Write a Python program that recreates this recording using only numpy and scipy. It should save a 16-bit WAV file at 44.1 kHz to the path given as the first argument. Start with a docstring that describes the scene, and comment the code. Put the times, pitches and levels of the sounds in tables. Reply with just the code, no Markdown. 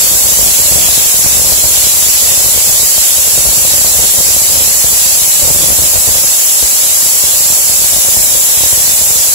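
"""Hopper gun in a bare alcove

A hopper gun blows wall texture into a small bare alcove, its air jet hissing without a break.
The hiss arrives from all the walls at once, rings in two microphone ports and overloads the recorder.
Under the blast the microphones sputter with low pops, mostly the left one, and most of all while
the gun is in the open. A flicker in the treble gives the hiss a wet, swirling edge."""
import sys
import numpy as np
from scipy import signal
from scipy.fft import rfft, irfft, next_fast_len
from scipy.io import wavfile
from scipy.ndimage import uniform_filter1d

SR = 44100
rng = np.random.default_rng(int(sys.argv[2]) if len(sys.argv) > 2 else 0)


def transcribe(u):
    """Save the signal u as a 16-bit wav file named by the first command-line argument.

    u: samples, shape (n,) or (channels, n), limited to [-1, 1]; the rate is SR.
    q: integer samples, one column per channel.
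    """
    v = np.clip(np.atleast_2d(u).T, -1, 1)
    q = np.round(v * 32767).astype(np.int16)
    wavfile.write(sys.argv[1], SR, q)


N = 411894

# The hardest kicks of air on the microphones.
# Each row: start in seconds, relative peak level in dB, microphone (0 left, 1 right).
LOUD_POPS = [(0.151, -8.5, 0), (0.17, -9.0, 0), (0.239, -10.0, 0), (0.287, -11.0, 0), (0.317, -9.5, 0),
             (0.325, -8.0, 0), (0.335, -11.0, 0), (0.373, -11.0, 0), (0.389, -5.0, 0), (0.393, -6.5, 0),
             (0.413, -8.5, 0), (0.429, -4.0, 0), (0.449, -11.0, 0), (0.462, -6.5, 0), (0.469, -9.5, 0),
             (0.59, -10.5, 0), (0.6, -4.5, 0), (0.62, -8.5, 0), (0.652, -11.5, 0), (0.659, -11.0, 0),
             (0.714, -6.0, 0), (0.723, -4.5, 0), (0.733, -8.0, 0), (0.759, -7.0, 0), (0.767, -6.0, 0),
             (0.779, -8.5, 0), (0.789, -10.5, 0), (0.83, -11.0, 0), (0.845, -9.5, 0), (0.854, -10.0, 0),
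             (0.886, -5.0, 0), (0.891, -10.0, 0), (0.898, -11.5, 0), (0.926, -9.5, 0), (0.979, -3.5, 0),
             (0.998, -11.5, 0), (1.013, -11.5, 0), (1.059, -10.0, 0), (1.143, -6.5, 0), (1.192, -6.5, 0),
             (1.246, -7.0, 0), (1.261, -2.5, 0), (1.329, -10.0, 0), (1.346, -9.0, 0), (1.381, -11.0, 0),
             (1.396, -5.0, 0), (1.417, -7.0, 0), (1.499, -10.0, 0), (1.521, -4.5, 0), (1.587, -10.5, 0),
             (1.64, -3.5, 0), (1.656, -7.5, 0), (1.71, -10.0, 0), (1.777, -8.0, 0), (1.838, -10.0, 0),
             (1.869, -8.0, 0), (1.97, -11.0, 0), (2.026, -8.5, 0), (2.064, -10.0, 0), (2.086, -8.0, 0),
             (2.263, -11.0, 0), (2.281, -10.0, 0), (2.375, -6.5, 0), (2.438, -11.0, 0), (2.445, -9.0, 0),
             (2.459, -6.5, 0), (2.485, -9.5, 0), (2.547, -10.0, 0), (2.561, -9.0, 0), (2.577, -4.0, 0),
             (2.694, -6.5, 0), (2.798, -10.0, 0), (2.831, -7.0, 0), (2.98, -6.0, 0), (3.182, -8.5, 0),
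             (3.189, -10.0, 0), (3.28, -9.5, 0), (3.378, -5.5, 0), (3.389, -11.5, 0), (3.452, -9.0, 0),
             (3.463, -7.0, 0), (3.471, -11.0, 0), (3.489, -5.5, 0), (3.532, -11.0, 0), (3.58, -5.0, 0),
             (3.651, -5.0, 0), (3.676, -10.5, 0), (3.74, -7.0, 0), (3.781, -9.0, 0), (3.815, -8.0, 0),
             (3.847, -4.5, 0), (3.875, -11.5, 0), (3.992, -6.5, 0), (3.999, -9.0, 0), (4.031, -9.0, 0),
             (4.04, -4.5, 0), (4.044, -9.5, 0), (4.051, -6.0, 0), (4.056, -10.5, 0), (4.175, -9.0, 0),
             (4.187, -5.5, 0), (4.204, -3.5, 0), (4.21, -7.0, 0), (4.267, -10.5, 0), (4.286, -6.5, 0),
             (4.304, -8.5, 0), (4.345, -10.0, 0), (4.365, -6.0, 0), (4.417, -7.0, 0), (4.498, -10.5, 0),
             (4.531, -11.5, 0), (4.536, -10.5, 0), (4.544, -11.5, 0), (4.608, -9.0, 0), (4.618, -9.0, 0),
             (4.679, -10.5, 0), (4.843, -3.0, 0), (4.929, -8.5, 0), (5.062, -11.5, 0), (5.219, -7.0, 0),
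             (5.243, -11.5, 0), (5.279, -11.0, 0), (5.415, -9.5, 0), (5.426, -7.0, 0), (5.438, -9.0, 0),
             (5.445, -11.5, 0), (5.446, -12.0, 1), (5.454, -8.0, 0), (5.475, -10.0, 1), (5.477, -10.5, 0),
             (5.485, -10.5, 0), (5.492, -10.0, 0), (5.5, -12.0, 1), (5.503, -3.5, 0), (5.51, -4.0, 0),
             (5.549, -5.0, 0), (5.561, -5.0, 0), (5.572, -10.0, 0), (5.602, -10.0, 0), (5.607, -6.5, 0),
             (5.623, -9.5, 0), (5.634, -7.5, 0), (5.64, -4.5, 0), (5.647, -8.5, 0), (5.68, -10.5, 0),
             (5.687, -4.0, 0), (5.701, -3.5, 0), (5.705, -8.0, 0), (5.71, -10.0, 0), (5.718, -12.0, 1),
             (5.721, -10.5, 0), (5.729, -6.0, 0), (5.79, -6.5, 0), (5.795, -9.0, 0), (5.822, -6.0, 0),
             (5.835, -8.0, 0), (5.839, -9.0, 0), (5.855, -9.0, 0), (5.936, -10.0, 0), (5.947, -9.5, 0),
             (5.956, -4.5, 0), (5.976, -7.5, 0), (5.98, -11.5, 0), (6.075, -7.0, 0), (6.089, -3.0, 0),
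             (6.149, -11.5, 0), (6.155, -6.0, 0), (6.171, -10.0, 0), (6.184, -9.5, 0), (6.238, -8.0, 0),
             (6.245, -6.0, 0), (6.627, -3.0, 0), (7.063, -10.0, 0), (7.239, -7.0, 0), (7.406, -11.0, 0),
             (7.503, -9.0, 0), (7.526, -9.5, 0), (7.697, -7.5, 0), (7.792, -11.5, 0), (7.817, -9.5, 0),
             (7.842, -7.5, 0), (7.933, -9.5, 0), (7.945, -11.5, 0), (7.963, -7.5, 0), (7.968, -9.0, 0),
             (7.984, -9.5, 0), (8.05, -10.0, 0), (8.086, -7.0, 0), (8.167, -8.0, 0), (8.173, -8.0, 0),
             (8.191, -10.0, 0), (8.203, -9.5, 0), (8.233, -10.0, 1), (8.233, -8.5, 0), (8.351, -11.5, 0),
             (8.355, -9.5, 0), (8.574, -10.0, 0), (8.608, -7.5, 0), (8.632, -9.0, 0), (8.637, -6.5, 0),
             (8.661, -10.0, 0), (8.728, -5.0, 0), (8.776, -6.5, 0), (8.801, -8.5, 0), (8.879, -9.5, 0),
             (8.895, -11.0, 0), (9.018, -9.0, 0), (9.106, -10.0, 0), (9.158, -9.5, 0)]


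def from_db(db):
    """Decibels to gain."""
    return 10 ** (np.asarray(db) / 20)


def unit_rms(x):
    """Scale to an rms of one."""
    return x / np.sqrt(np.mean(x ** 2) + 1e-20)


def envelopes(rows):
    """Draw each column after the first (seconds) as a curve over every sample."""
    seconds, *columns = np.transpose(rows)
    return [np.interp(np.arange(N) / SR, seconds, column) for column in columns]


def drift(per_s):
    """Smooth random modulation with an rms of one and per_s turning points a second."""
    knots = rng.standard_normal(4000)
    return unit_rms(np.interp(np.arange(N) / SR * per_s, np.arange(len(knots)), knots))


def two_pole(x, hz, q, kind):
    """A resonant low-, band- or high-pass."""
    w = 2 * np.pi * hz
    numerator = {"low": [w * w], "band": [w / q, 0], "high": [1, 0, 0]}[kind]
    return signal.lfilter(*signal.bilinear(numerator, [1, w / q, w * w], SR), x + 1e-18)


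def air_jet(port):
    """Turbulent hiss coloured by one port; the bare walls scatter it, so each port gets its own noise."""
    # The nearly steady blast. Each row: time in seconds, relative levels of hiss and lower rush in dB.
    jet_levels = [(0.15, -11, -9.5), (1.44, -11.5, -9.5), (5.0, -11.5, -10.5), (6.6, -12, -10.5),
                  (8.54, -11.5, -12), (9.3, -12, -10.5)]
    # The tone of the jet in the room. Each row: frequency in Hz, relative level in dB.
    jet_tone = [(20, -24), (55, -13), (150, -15.5), (350, -14.5), (800, -7.5), (1400, -13), (2200, -8),
                (3200, -4.5), (5000, 0.04), (7000, 4.5), (10000, 0), (16000, 0)]
    hiss_db, rush_db = envelopes(jet_levels)
    tone_hz, tone_db = np.transpose(jet_tone)
    size = next_fast_len(N, real=True)
    hz = np.arange(size // 2 + 1) * SR / size
    colour_db = np.interp(np.log(hz + 1), np.log(tone_hz), tone_db)
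    for centre, width, db in port:
        colour_db += db / (1 + (2 * (hz - centre) / width) ** 2)
    spectrum = rfft(rng.standard_normal(size)) * from_db(colour_db)
    hiss = irfft(spectrum, size)[:N]
    # The lower rush wavers and the top flutters slightly, each on its own.
    rush_band = np.exp(-np.log2((hz + 1) / 2930) ** 2)  # an octave either side of 2930 Hz
    top_band = np.clip((hz - 8000) / 3000, 0, 1)
    rush = irfft(spectrum * rush_band, size)[:N]
    top = irfft(spectrum * top_band, size)[:N]
    waver = from_db(rush_db - np.mean(rush_db) + 1.6 * np.tanh(drift(per_s=22)))
    flutter = from_db(0.5 * drift(per_s=45))
    return from_db(hiss_db) * (hiss + (waver - 1) * rush + (flutter - 1) * top) / np.std(hiss)


def microphone_pop(kicks, tuning=1):
    """A kick of air gives a short rounded spike, a hollow ring and a slow swing through the bass cut."""
    spike = two_pole(kicks, hz=895 * tuning, q=0.99, kind="low")
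    spike = two_pole(spike, hz=1800, q=0.53, kind="low")
    hollow = two_pole(spike, hz=549 * tuning, q=6.0, kind="band")
    thump = two_pole(spike, hz=82.6, q=0.73, kind="band")
    pop = two_pole(spike + 1.76 * hollow + 2.0 * thump, hz=54.5, q=1.95, kind="high")
    return two_pole(pop, hz=27, q=1.0, kind="high")


def sputter_strength():
    """How hard the blast buffets the microphones, with a brief flurry around each loud pop."""
    # The sputter as the gun moves about; it is in the open from 5.4 to 6.3 seconds.
    # Each row: time in seconds, relative level in dB.
    buffeting = [(0, -23), (0.45, -26), (0.8, -24.5), (1.07, -32.5), (1.45, -23.5), (2.05, -26.5),
                 (2.6, -26.5), (3.1, -30.5), (3.45, -28), (4.05, -24.5), (4.55, -25.5), (4.75, -26.5),
                 (5.05, -34), (5.37, -30), (5.46, -22.5), (5.8, -25), (6.03, -26.5), (6.23, -24.5),
                 (6.33, -36.5), (6.9, -33.5), (7.55, -31), (7.97, -30.5), (8.47, -30), (8.78, -29),
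                 (9.0, -27), (9.3, -32)]
    level_db, = envelopes(buffeting)
    flurry_db, flurry_half_s = -23.5, 0.015
    peaks = np.zeros(N)
    for start, db, _ in LOUD_POPS:
        peaks[int(start * SR)] += from_db(db + flurry_db)
    flurries = signal.fftconvolve(peaks, np.bartlett(2 * int(flurry_half_s * SR) + 1), "same")
    return np.hypot(from_db(level_db), flurries)


def sputter(strength, per_s, spread_db):
    """Small kicks of uneven size come in loose clumps and merge into a fluttering rumble."""
    clumps = from_db(2.5 * np.tanh(2 * drift(per_s=30)))
    density = (strength / np.mean(strength)) ** 0.6  # harder sputter is also denser
    hits = rng.random(N) < per_s * density * clumps / SR
    sizes = clumps / np.sqrt(density) * from_db(spread_db * rng.uniform(-1.5, 1, N))
    kicks = hits * sizes * rng.choice([-1, 1], N)
    return microphone_pop(strength * kicks) / np.std(microphone_pop(kicks))


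def loud_pops():
    """Single hard kicks on either microphone, most pushing inward; some sound duller, some brighter."""
    # Pitch factors for a dull, a middling and a bright pop.
    tunings = [.88, 1, 1.12]
    inward_share, boost_db = 0.65, 2.4
    kicks = np.zeros((len(tunings), 2, N))
    for start, db, side in LOUD_POPS:
        sign = 1 if rng.random() < inward_share else -1
        colour = int(rng.random() * len(tunings))
        kicks[colour, int(side), int(start * SR)] += sign * from_db(db + boost_db)
    unit_peak = microphone_pop(signal.unit_impulse(SR // 10)).max()
    return sum(microphone_pop(track, tuning) for track, tuning in zip(kicks, tunings)) / unit_peak


def fast_gain_control(x):
    """Takes back a share of every swing above or below its working level, in each channel on its own."""
    working_db, share, window_s = -6, 0.3, 0.0015
    power = uniform_filter1d(x ** 2, int(window_s * SR), axis=-1)
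    level_db = 10 * np.log10(np.maximum(power, 1e-6))
    return x * from_db(-share * (level_db - working_db))


def treble_flicker(x):
    """Narrow bands of the treble dip and return at random, alike in both ears: a wet, swirling edge."""
    # Where the hiss flickers most. Each row: centre in Hz, half width in Hz, added depth scale in dB.
    zones = [(4000, 1370, 31), (9050, 300, 18)]
    base_depth_db, above_hz = 2.5, 1500
    dip_half_hz, dip_half_s = 31, 0.02
    framing = dict(nperseg=2048, noverlap=1536)
    hz, seconds, bands = signal.stft(x, SR, **framing)
    # Noise blurred across pitch and time sets where the dips fall.
    steps = np.arange(-12, 13)
    pitch_blur = np.exp(-(steps * hz[1] / dip_half_hz) ** 2)
    time_blur = np.exp(-(steps * seconds[1] / dip_half_s) ** 2)
    noise = rng.standard_normal(bands.shape[1:])
    blotches = unit_rms(signal.fftconvolve(noise, np.outer(pitch_blur, time_blur), "same"))
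    dips = np.logaddexp(0, 2 * blotches) / 2  # softly keep the positive half
    zones_db = sum(db / (1 + ((hz - centre) / width) ** 2) ** 2 for centre, width, db in zones)
    depth_db = (base_depth_db + zones_db) * (hz > above_hz)
    gain = from_db(-depth_db[:, None] * dips)
    gain /= np.sqrt(np.mean(gain ** 2, axis=1, keepdims=True))  # each band keeps its average power
    return signal.istft(bands * gain, SR, **framing)[1][:, :N]


def scene():
    """Bright hiss in both ports, with the sputter and pops below it and mostly on the left."""
    # Resonances and notches of each microphone port. Each row: centre in Hz, width in Hz, gain in dB.
    left_port = [(560, 220, 7.5), (7430, 4290, -6), (9045, 890, -9.1), (10385, 3130, 12)]
    right_port = [(570, 260, 3.5), (7640, 1220, 9.7), (8975, 815, -7.6), (14900, 6060, -2.6)]
    hiss = from_db(7.5) * np.array([air_jet(left_port), from_db(-0.84) * air_jet(right_port)])
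    strength = sputter_strength()
    left_sputter = from_db(2.5) * sputter(strength, per_s=420, spread_db=4.5)
    right_sputter = from_db(-18.5) * sputter(strength, per_s=90, spread_db=8.0)
    return hiss + np.array([left_sputter, right_sputter]) + loud_pops()


def record(dry):
    """The level is evened, the overloaded input rounds the peaks; the treble flickers, its top is cut."""
    ceiling, cutoff_hz = 1.29, 15720
    overloaded = ceiling * np.tanh(fast_gain_control(dry) / ceiling)
    high_cut = signal.ellip(12, 0.05, 60, cutoff_hz, fs=SR, output="sos")
    return signal.sosfiltfilt(high_cut, treble_flicker(overloaded))


dry = scene()
out = record(dry)
transcribe(out)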